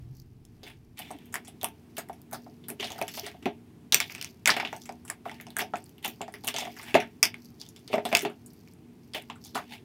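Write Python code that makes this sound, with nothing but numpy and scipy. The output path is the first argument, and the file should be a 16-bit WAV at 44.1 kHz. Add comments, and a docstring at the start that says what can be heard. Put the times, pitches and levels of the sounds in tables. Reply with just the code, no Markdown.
"""Slime kneaded by hand in a plastic tub, close to one microphone in a small room.
Trapped air pockets burst: a film snaps, a small pocket rings, a large cavity thumps. Air hisses out of
squeezed folds and wet slime fizzes as it peels off skin; the tub and the room ring on after the bursts.
Low room hum and microphone hiss lie underneath; a deeper rumble fades out after the first second."""
import sys
import numpy as np
from scipy import signal
from scipy.fft import rfft, irfft, next_fast_len
from scipy.io import wavfile
from scipy.ndimage import uniform_filter1d, map_coordinates

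SR = 44100
rng = np.random.default_rng(int(sys.argv[2]) if len(sys.argv) > 2 else 0)


def digitize_waveform(pressure):
    """Quantize a signal to 16-bit integers and store it at the path in sys.argv[1].

    Rows of a 2-D input are taken as channels; values are limited to [-1, 1].
    """
    field = np.atleast_2d(pressure).T
    bounded = np.clip(field, -1, 1)
    quanta = np.round(bounded * 32767).astype(np.int16)
    wavfile.write(sys.argv[1], SR, quanta)


N = 433944
BURST_T = np.arange(SR // 25) / SR  # time axis of one burst, s

# Tub resonances, plus a dip near 4.4 kHz and a broad treble lift: f/Hz, width/Hz, level/dB
TUB_COLOUR = [(232.8, 3.1, 3.5), (332, 34, 2), (415.8, 9.6, 5.5), (700.4, 69, 7.5), (897, 10, 0),
              (1607, 24, 2.5), (2210, 28, -4.5), (2480, 45, -3), (3490, 100, -1), (4360, 170, -12.5),
              (5260, 3000, -12.5)]
# Course of the room tone: t/s, hum level/dB, rumble level/dB
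ROOM_LEVELS = [(0, -55, -48), (.3, -60, -50.5), (.6, -56.5, -55), (.95, -59, -57), (1.05, -53, -103),
               (9.84, -54, -95.5)]


def amp(db):
    """dB to gain."""
    return 10 ** (np.asarray(db) / 20)


def unit(x):
    """Scaled to rms 1."""
    return x / np.sqrt(np.mean(x ** 2) + 1e-20)


def along(points, hz):
    """Interpolate (f/Hz, value) points on a log frequency axis."""
    freqs, values = np.transpose(points)
    return np.interp(np.log(hz + 1), np.log(freqs + 1), values)


def curves(rows):
    """One value per sample for each column after the time."""
    times, *columns = np.transpose(rows)
    return [np.interp(np.arange(N) / SR, times, column) for column in columns]


def filtered(x, response):
    """x through a complex response of frequency."""
    size = next_fast_len(N + SR // 2)
    return irfft(rfft(x, size) * response(np.fft.rfftfreq(size, 1 / SR)), size)[..., :N]


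def coloured(x, spectrum):
    """x shaped by a spectrum that is silent outside its points, rms 1."""
    inside = lambda hz: (hz >= spectrum[0][0]) & (hz <= spectrum[-1][0])
    return unit(filtered(x, lambda hz: amp(along(spectrum, hz)) * inside(hz)))


def wobble(per_s):
    """A smooth random curve with per_s knots a second."""
    knots = rng.standard_normal(int(N * per_s / SR) + 4)
    return map_coordinates(knots, [np.arange(N) * per_s / SR])


def modes(table):
    """The response of resonances (f/Hz, width/Hz, level/dB), summed with alternating signs."""
    return lambda hz: sum((-1) ** k * amp(db) * 1j * hz * width / (f * f - hz * hz + 1j * hz * width)
                          for k, (f, width, db) in enumerate(table))


def room_hum():
    """Low room hum with microphone hiss; three faint tones swell in over the first 1.33 s."""
    # Hum and hiss: f/Hz, relative density/dB
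    hum_spectrum = [(20, -58), (40, -38.5), (52, -21.5), (64, -9.5), (100, -2), (190, -3.5), (300, -5.5),
                    (430, -11.5), (510, -27), (730, -21.5), (1360, -32), (2400, -31), (4500, -38),
                    (7000, -41), (11000, -40.5), (15300, -44), (16500, -40.5)]
    # Tones in the hum: f/Hz, width/Hz, level/dB
    hum_tones = [(239.2, 1.7, -57), (437.2, 11, -70.5), (128.1, 53, -69.5)]
    hum = amp(curves(ROOM_LEVELS)[0]) * coloured(rng.standard_normal(N), hum_spectrum)
    tones = sum(amp(db) * unit(filtered(rng.standard_normal(N), modes([(hz, width, 0)])))
                for hz, width, db in hum_tones)
    return hum + np.clip(np.arange(N) / SR / 1.33, 0, 1) * tones


def rumble():
    """A deep, wavering noise that drops away after the first second."""
    # Rumble: f/Hz, relative density/dB
    rumble_spectrum = [(12, -26), (22, -10.5), (50, -13), (130, -1.5), (200, -24), (300, -41.5)]
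    noise = coloured(rng.standard_normal(N), rumble_spectrum)
    return noise * amp(curves(ROOM_LEVELS)[1] + 1.2 * wobble(per_s=3.7))


def crackle(per_s, spread_db, share):
    """Tiny film ruptures of very uneven size over a bed of noise."""
    ticks = (rng.random(N) < per_s / SR) * amp(spread_db * rng.standard_normal(N))
    decay = np.exp(-np.arange(400) / SR / .0015)
    envelope = unit(signal.fftconvolve(ticks, decay)[:N])
    return (share * envelope + 1 - share) * rng.standard_normal(N)


def peel():
    """Slime tearing off skin fizzes in the treble, in clumps."""
    # Course of the peeling: t/s, level/dB
    peel_levels = [(0.0, -74), (1.01, -86), (2.8, -71.5), (3.01, -52), (3.51, -79.5), (3.94, -102),
                   (4.11, -48.5), (4.25, -70.5), (4.88, -64), (5.34, -77), (6.38, -72), (6.63, -56),
                   (6.85, -61), (7.01, -75.5), (7.95, -72.5), (8.11, -56), (8.25, -71.5), (9.0, -78),
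                   (9.4, -66.5), (9.84, -78)]
    # Fizz: f/Hz, relative density/dB
    fizz_spectrum = [(3000, -24), (4500, 6), (6000, 2.5), (9000, -14), (13000, 0), (16000, -6)]
    fizz = coloured(crackle(per_s=150, spread_db=5, share=.6), fizz_spectrum)
    return fizz * amp(curves(peel_levels)[0] + 5.5 * wobble(per_s=11))


def bubble(hz, cycles, rise):
    """A damped air spring; rise lifts its pitch as its mouth opens."""
    turns = hz * BURST_T
    return np.sin(2 * np.pi * turns * (1 + rise * np.minimum(turns, 8))) * np.exp(-turns / cycles)


def room_tail():
    """A fresh echo off the nearby walls, energy 1; each frequency dies at its own speed."""
    # Reverberation of the small room: f/Hz, t60/s
    decay_times = [(200, 0.21), (450, 0.11), (700, 0.17), (1100, 0.098), (2800, 0.18), (7300, 0.089),
                   (15000, 0.11)]
    hz, t, noise = signal.stft(rng.standard_normal(SR // 5), SR, nperseg=128)
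    decay = amp(-60 * t / along(decay_times, hz)[:, None])
    tail = signal.istft(noise * decay, SR, nperseg=128)[1]
    tail *= 1 - np.exp(-np.arange(len(tail)) / SR / 0.00022)  # echoes build up after the direct sound
    return tail / np.linalg.norm(tail)


def add_burst(track, start, direct, scattered):
    """One part reaches the microphone directly, the other by way of the walls."""
    for sound in (direct, signal.fftconvolve(scattered, room_tail())):
        span = track[round(start * SR):][:len(sound)]
        span += sound[:len(span)]


def snaps():
    """A surface film snaps and the pocket under it rings; a short, noisy echo follows each pop."""
    # Surface bursts: t/s, snap level/dB, snap f/Hz, pocket f/Hz, pocket level/dB, echo level/dB
    # (all levels relative)
    bursts = [(0.4517, -36, 5620, 3280, -66, -12), (0.6325, -39.5, 4500, 3920, -48.5, 3),
              (0.6841, -47, 10360, 2720, -64, -14), (0.699, -47, 10400, 2540, -50.5, 0.5),
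              (0.9738, -40, 5160, 2340, -51, -6), (0.982, -40, 13260, 3920, -49, -6),
              (0.9911, -26, 12900, 2160, -41, -3.5), (1.1057, -36, 5260, 1240, -57, 0),
              (1.113, -33.5, 8370, 2010, -55, -7), (1.1875, -46, 11360, 3130, -55, -12),
              (1.257, -44.5, 12900, 2230, -65, -2), (1.3253, -40.5, 7570, 1440, -61, 7.5),
              (1.3417, -18.5, 12400, 1730, -30.5, -3), (1.3556, -22, 5800, 1850, -29, -10),
              (1.4485, -44, 5900, 2070, -65, 7), (1.473, -43, 6040, 3250, -53.5, 2.5),
              (1.4802, -35.5, 10430, 3200, -51, -2), (1.6135, -33, 7630, 3680, -38.5, -9.5),
              (1.6311, -16, 12200, 3200, -40, -9), (1.6443, -11.5, 11200, 2800, -31, -7.5),
              (1.6869, -35, 12120, 2840, -63, -11), (1.9678, -33, 13300, 2900, -44, 3),
              (1.9811, -25, 14600, 1580, -43, 5.5), (2.0872, -41, 9250, 1860, -55, -4),
              (2.1303, -39, 8060, 2280, -59, -1), (2.217, -39, 13730, 1490, -73, -12),
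              (2.3124, -39, 13570, 1520, -57, -2), (2.3233, -45, 11970, 1310, -47.5, -2.5),
              (2.3295, -30, 13700, 1510, -51, 6), (2.3443, -30.5, 5230, 1310, -45, 0.5),
              (2.639, -64, 4780, 3440, -58, 3), (2.684, -28, 12000, 1580, -48.5, 4.5),
              (2.7019, -24.5, 11600, 2420, -42, -7), (2.7983, -36, 4920, 2860, -37.5, 4),
              (2.8088, -32, 6030, 3200, -45, -6), (2.8278, -36, 5300, 2800, -34.5, 1.5),
              (2.8438, -33, 4500, 4300, -34.5, 1), (2.872, -33, 5860, 3000, -42, -2),
              (2.9039, -36, 5920, 3760, -38, -6), (2.919, -27, 5800, 3150, -40, -5.5),
              (2.982, -36.5, 11340, 1450, -48, 0), (3.015, -23.5, 11800, 2400, -29.5, -10),
              (3.0248, -22, 6000, 2230, -37, -14), (3.0805, -23.5, 5760, 2900, -38, -1),
              (3.141, -35, 6340, 2970, -47, 3.5), (3.156, -37, 10360, 3170, -57, -3),
              (3.1758, -30, 4690, 2850, -38.5, -0.5), (3.265, -22.5, 4870, 1940, -38.5, -2),
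              (3.284, -53, 5700, 1990, -45, -10), (3.3155, -41, 5810, 1870, -54, -6),
              (3.4254, -50, 6410, 2490, -53.5, 4.5), (3.4571, -28.5, 4830, 2440, -27.5, -7),
              (3.9233, -8, 5270, 3740, -16.5, -3.5), (3.9445, 9.5, 5080, 2460, -12.5, -11),
              (4.0024, -7.5, 5460, 2300, -21, -8.5), (4.098, -45, 5470, 2360, -37, -5.5),
              (4.118, -47, 4800, 2250, -41, -9), (4.1498, -24, 5200, 2420, -34, -9),
              (4.1805, -36, 5910, 2580, -42.5, -2.5), (4.2132, -20, 4700, 2880, -33.5, -7),
              (4.226, -20, 5140, 2290, -40.5, -14), (4.2454, -21, 5930, 2420, -35.5, -11.5),
              (4.4581, -6.5, 5500, 2420, -17, -9), (4.4748, -7, 6300, 2140, -16.5, -4),
              (4.4776, -16, 11400, 1700, -31.5, -1), (4.4934, -21, 4800, 1750, -16.5, -4),
              (4.503, -21, 5600, 4700, -15.5, -6), (4.539, -40, 5030, 2900, -31, -4.5),
              (4.566, -29, 4650, 2190, -29.5, 1), (4.5992, -30, 4810, 2290, -29, 1),
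              (4.6499, -54, 5230, 2620, -27, -5.5), (4.674, -47, 4800, 3170, -34.5, -9),
              (4.7286, -33, 5670, 1910, -40, -6), (4.7641, -33.5, 8010, 1830, -59, -6),
              (4.8186, -33, 5850, 3480, -53, -9), (4.8365, -41, 5640, 3500, -59, -8),
              (4.8569, -36, 7730, 2380, -50.5, -0.5), (4.8922, -34, 5050, 2260, -43, -8.5),
              (4.9241, -37, 6140, 2380, -64, -12), (5.05, -43, 11480, 1260, -65, 9),
              (5.0794, -35, 10300, 2540, -50, 0), (5.1005, -15.5, 7960, 1780, -31, -9.5),
              (5.2555, -57.5, 4580, 1300, -41, -6), (5.2798, -47.5, 9600, 1300, -52, -6),
              (5.2957, -42, 5280, 1980, -37, -10), (5.315, -40, 5260, 3000, -44, -12),
              (5.344, -46, 13000, 4400, -52, -5), (5.4004, -45, 13710, 2020, -39, -7.5),
              (5.4114, -31.5, 11900, 2550, -54, -6), (5.4678, -38, 5700, 2840, -49, -7),
              (5.485, -44, 5400, 2500, -55, -16), (5.5044, -34, 12800, 3900, -44, -9),
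              (5.5671, -17, 8700, 1620, -28, -7.5), (5.5865, -17, 13420, 1300, -42, -3),
              (5.5924, -21, 5000, 1890, -28.5, -3.5), (5.6168, -20.5, 5100, 2730, -38, -3.5),
              (5.737, -48, 4500, 1290, -34.5, -2.5), (5.7568, -34, 6580, 2430, -37, -8),
              (5.7688, -39.5, 8700, 1700, -54, -2), (5.8413, -39, 9220, 1570, -70, -18),
              (5.8592, -44, 14900, 2260, -69, -4), (5.8936, -44, 13880, 3100, -63, -9),
              (5.9818, -45, 13200, 2940, -52, -7.5), (6.0274, -39.5, 11920, 2980, -54, -1),
              (6.047, -20, 13100, 2700, -29, -4), (6.0593, -20, 9100, 2930, -31, -8),
              (6.0787, -21, 14650, 2660, -42, -1), (6.1013, -38, 12100, 2520, -49, -11),
              (6.2156, -29, 6600, 2670, -35.5, -6), (6.2804, -40.5, 5200, 1820, -50, -3),
              (6.3234, -47, 10200, 2870, -68, -3), (6.3397, -31, 4840, 1920, -39.5, -3),
              (6.4378, -34, 4670, 4490, -46, -2), (6.446, -24, 12420, 2870, -46, -2),
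              (6.471, -26, 9800, 3240, -49, 8), (6.478, -17.5, 11440, 2830, -25.5, -5.5),
              (6.4854, -17, 5630, 2850, -26.5, -8), (6.5418, -25, 5220, 2990, -33.5, -3.5),
              (6.5636, -22, 5930, 2930, -28.5, -3.5), (6.5847, -22, 5800, 3250, -47, -2),
              (6.6043, -28.5, 5730, 3240, -40, 2), (6.6518, -34, 5320, 1940, -39.5, -6),
              (6.678, -46, 9500, 3000, -64, -10), (6.7661, -40.5, 6090, 1820, -47.5, 2),
              (6.7963, -44, 5450, 2050, -40.5, -5.5), (6.815, -37, 5700, 3900, -51, -9),
              (6.8276, -48, 9100, 1770, -60.5, 12), (6.9433, -19, 4910, 2560, -20, -4),
              (6.9528, -17, 4670, 2070, -20.5, -3.5), (7.002, -26.5, 5550, 2335, -29.5, -3.5),
              (7.0237, -47.5, 8700, 1690, -39.5, -3), (7.2291, 3.5, 4800, 2370, -13.5, -7.5),
              (7.2536, -9, 5120, 2010, -31.5, -11), (7.3428, -41, 9450, 2200, -34.5, -13),
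              (7.4477, -39.5, 13600, 3750, -73, -14), (7.5997, -37, 5080, 4420, -59, -4),
              (7.6148, -27.5, 4750, 4490, -35.5, -16), (7.6645, -41, 4750, 3480, -52, -12),
              (7.689, -35, 7500, 3780, -68, -6), (7.7623, -41, 5190, 3240, -52.5, -1),
              (7.793, -49.5, 8400, 3100, -64.5, -5), (7.8776, -37, 5230, 4610, -38, -6),
              (7.9301, -35, 4970, 2460, -30.5, -4.5), (7.9399, -32, 4910, 2250, -29.5, -3),
              (7.9563, -32, 13310, 1440, -46, -7), (7.9816, -43, 5320, 2060, -34.5, -8),
              (8.0529, -24.5, 8400, 3360, -29.5, -3.5), (8.0888, -42, 7950, 1680, -43, -5.5),
              (8.116, -40, 5860, 2420, -39.5, 2.5), (8.1278, -20, 4500, 2420, -22.5, -7.5),
              (8.1506, -0.5, 5000, 2570, -10.5, -10.5), (8.1705, -11, 5000, 2220, -27, -11.5),
              (8.184, -20, 5000, 2260, -37.5, -9), (8.1922, -16.5, 4900, 3430, -36, -7),
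              (8.2082, -23, 6040, 2260, -35, -4), (8.2212, -27, 13600, 2800, -43, -3),
              (8.229, -34, 7900, 2900, -49, -1), (8.2507, -26, 4950, 2690, -30, -4),
              (8.299, -47.5, 9100, 1240, -48.5, -2), (8.4617, -39, 8630, 1310, -77.5, -1),
              (8.534, -46, 12200, 2410, -70, -4), (8.6755, -47.5, 5450, 2340, -55, -10),
              (8.7362, -47, 9330, 1796, -76, -16), (9.1356, -35.5, 5030, 3200, -43, 1),
              (9.1494, -40, 5160, 3020, -36.5, -2), (9.2227, -40.5, 10200, 3820, -56, -18),
              (9.3003, -40, 6070, 2740, -36, -7), (9.3565, -49, 8400, 1230, -58, 2),
              (9.4401, -37, 4970, 3180, -66, -4), (9.4491, -31, 4950, 3830, -58, -6),
              (9.4679, -35, 12750, 4000, -52, -6), (9.507, -48, 12600, 3800, -68, -12),
              (9.5473, -41, 11220, 3900, -41.5, 5.5), (9.5537, -26, 5010, 1300, -32.5, 1.5),
              (9.577, -29, 4510, 1260, -36, -2)]
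    track, t = np.zeros(N), BURST_T
    hz = np.fft.rfftfreq(len(t), 1 / SR)
    tiny_film = modes([(8500, 12000, 0)])(hz) ** 2  # radiates treble only
    opening = 1 - np.exp(-t / 0.0001)
    for start, snap_db, snap_hz, pocket_hz, pocket_db, echo_db in bursts:
        film = tiny_film * (0.43 + modes([(snap_hz, .3 * snap_hz, 1.5)])(hz))
        tear = rng.standard_normal(len(t)) * opening * np.exp(-t / 0.00051)
        tear /= np.abs(tear).max()
        snap = amp(snap_db + 7.5) * irfft(film * rfft(tear), len(t))
        pocket = amp(pocket_db + 9.5) * opening * bubble(pocket_hz, cycles=3.03, rise=0.0026)
        echo_pulse = amp(pocket_db + 19.5) * bubble(pocket_hz, cycles=.7, rise=0)  # broadens the echo
        scattered = amp(echo_db) * (amp(1.5) * snap + amp(-21) * pocket + echo_pulse)
        add_burst(track, start, amp(-2) * snap + pocket, scattered)
    return track


def squeezes():
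    """Ragged air noise through a fold whose resonance sags as it relaxes; the tub air answers lower."""
    # Squeezed folds: start t/s, rise/s, fall/s, peak level/dB, fold f/Hz
    folds = [(0.601, 0.075, 0.12, -47, 2350), (0.958, 0.024, 0.52, -47, 2630),
             (1.601, .018, 0.062, -49, 2850), (2.782, 0.025, 0.45, -41.5, 2600),
             (3.001, 0.017, 0.054, -43, 2190), (3.13, 0.13, 0.17, -45.5, 2470),
             (3.999, 0.0067, 0.12, -32, 3020), (4.1, 0.17, 0.059, -51, 3000),
             (4.489, 0.0042, .1, -28, 2460), (4.55, 0.2, 0.089, -50, 2210),
             (5.249, 0.0054, 0.44, -50, 2320), (5.556, 0.048, 0.076, -30, 2300),
             (6.021, 0.031, 0.031, -31, 2660), (6.5, 0.093, 0.21, -36, 2685),
             (6.661, 0.22, 0.32, -44, 2220), (7.581, 0.027, 0.17, -50.5, 4250),
             (7.879, 0.059, .04, -37, 2660), (9.14, 0.0092, 0.11, -32.5, 2430),
             (9.422, 0.035, 0.15, -51.5, 4470), (9.559, 0.0064, 0.13, -39.5, 2050),
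             (9.641, 0.096, 0.11, -42, 2650)]
    swell_db, sag_oct_per_s, log_width = 38, 0.47, .38
    frames = dict(fs=SR, nperseg=512, noverlap=384)
    hz, t, air = signal.stft(crackle(per_s=700, spread_db=3.5, share=.45), **frames)
    patches = uniform_filter1d(rng.standard_normal(air.shape), 4, axis=0)
    patches = uniform_filter1d(patches, 8, axis=1)  # small wet cavities come and go
    tub_air = amp(-3.5) / (1 + ((hz[:, None] - 780) / 160) ** 4)
    gain = np.zeros(air.shape)
    for start, rise, fall, peak_db, fold_hz in folds:
        since_peak = t - start - rise
        centre_hz = fold_hz * 2 ** (-sag_oct_per_s * np.clip(since_peak, -rise, fall))
        detune = np.log((hz[:, None] + 1) / centre_hz) / log_width
        shape = 1 / (1 + detune ** 4) + tub_air + 0.11
        shape /= np.sqrt(np.mean(shape ** 2, axis=0))
        level_db = peak_db - swell_db * np.maximum(-since_peak / rise, since_peak / fall)
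        gain += (t > start) * amp(level_db) * shape
    hiss = signal.istft(air * gain * amp(2.2 * unit(patches)), **frames)[1][:N]
    return filtered(hiss, lambda hz: 1 + modes(TUB_COLOUR)(hz))


def thumps():
    """A large cavity collapses with a short, low ring, and the thump echoes in the room."""
    # Cavities: t/s, level/dB, f/Hz, echo level/dB (both levels relative)
    collapses = [(0.632, -37.5, 485, -5), (0.992, -41, 736, 2.5), (1.106, -30.5, 780, -1.5),
                 (1.146, -34, 300, -7), (1.355, -29, 940, -6), (1.48, -41, 710, -11),
                 (1.632, -24.5, 680, -8.5), (1.645, -27, 970, -1.5), (1.981, -25, 664, -9),
                 (2.097, -24.5, 740, -11.5), (2.325, -33.5, 670, -5), (2.331, -29, 730, -2.5),
                 (2.465, -35.5, 695, -10), (2.684, -43, 240, -7), (2.703, -32.5, 420, 0),
                 (2.798, -31, 374, -6), (2.827, -32, 690, -11), (2.844, -29, 683, -7), (2.904, -38, 730, 6),
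                 (2.955, -38, 720, -3), (2.988, -33.5, 706, -3), (3.015, -16, 680, -8.5),
                 (3.174, -32, 710, -0.5), (3.233, -37, 384, -8), (3.265, -33.5, 670, -8),
                 (3.345, -39, 710, -7.5), (3.425, -42.5, 300, -7.5), (3.457, -16, 346, -8),
                 (3.462, -17, 740, -7.5), (4.479, -24.5, 675, -6), (4.494, -18, 920, -8),
                 (4.54, -30, 900, -7), (4.567, -20, 750, -11), (4.599, -22, 845, -11),
                 (4.628, -25, 820, -4.5), (4.65, -30, 730, -9), (4.729, -23.5, 800, -7.5),
                 (4.892, -27, 760, -4), (5.099, -29.5, 1180, -5), (5.258, -26, 704, -3.5),
                 (5.315, -34, 870, -7), (5.468, -37, 734, -4), (5.586, -44, 1210, -2),
                 (5.592, -28, 1200, -14), (5.617, -22.5, 720, -5.5), (5.737, -20, 737, -6),
                 (5.757, -36, 790, -8.5), (6.052, -26.5, 750, -2), (6.078, -36, 302, -1),
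                 (6.208, -23.5, 710, -3.5), (6.281, -29, 734, -13), (6.338, -37, 403, -11),
                 (6.439, -39, 825, 5), (6.466, -38, 235, -3.5), (6.47, -32, 700, -13),
                 (6.543, -25, 654, -8), (6.584, -27.5, 890, -9), (6.62, -28, 740, -3),
                 (6.652, -28.5, 690, -5), (6.671, -30, 750, -7.5), (6.797, -37.5, 1210, -5.5),
                 (6.944, -11, 370, -8), (6.952, -2, 636, -8.5), (7.229, -34, 700, -8),
                 (7.901, -33.5, 433, -1.5), (7.932, -16, 656, -5.5), (7.94, -10, 600, -8),
                 (7.98, -17.5, 630, -5), (8.053, -17.5, 704, -6), (8.117, -27.5, 680, -7.5),
                 (8.128, -11.5, 630, -5.5), (8.231, -26.5, 390, -4.5), (8.25, -18.5, 694, -4.5),
                 (8.257, -18.5, 396, -12), (9.148, -27.5, 593, 0.5), (9.299, -31.5, 1030, -1.5),
                 (9.542, -38, 306, -12), (9.554, -21, 1000, -5), (9.561, -22.5, 726, -13),
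                 (9.576, -24, 1030, -3)]
    track = np.zeros(N)
    for start, cavity_db, cavity_hz, echo_db in collapses:
        cavity = amp(cavity_db + 1) * bubble(cavity_hz, cycles=1.8, rise=0.00087)
        echo_pulse = amp(cavity_db + echo_db + 8) * bubble(cavity_hz, cycles=.8, rise=0)
        add_burst(track, start, cavity, amp(-17) * cavity + echo_pulse)
    return track


def in_tub(bursts):
    """Bursts too small to radiate deep bass set the tub ringing; its floor echo cuts a notch."""
    # Where the floor echo cancels: f/Hz, width/Hz, echo level/dB
    floor_notch = [(505, 140, -2.5)]
    bursts = signal.lfilter(*signal.butter(3, 170, "high", fs=SR), bursts)
    return filtered(bursts, lambda hz: (1 + modes(TUB_COLOUR)(hz)) * (1 - modes(floor_notch)(hz)))


def scene():
    """Slime close up, room tone behind, in mono."""
    return (in_tub(snaps() + thumps()) + peel() + squeezes() + room_hum() + rumble())[None]


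def record(dry):
    """A soft limiter keeps the loudest cracks below full scale; the highest treble is cut off."""
    ceiling, top_hz = .77, 15900
    soft = dry / (1 + np.abs(dry / ceiling) ** 6) ** (1 / 6)
    return filtered(soft, lambda hz: 1 / (1 + (hz / top_hz) ** 120))


dry = scene()
out = record(dry)
digitize_waveform(out)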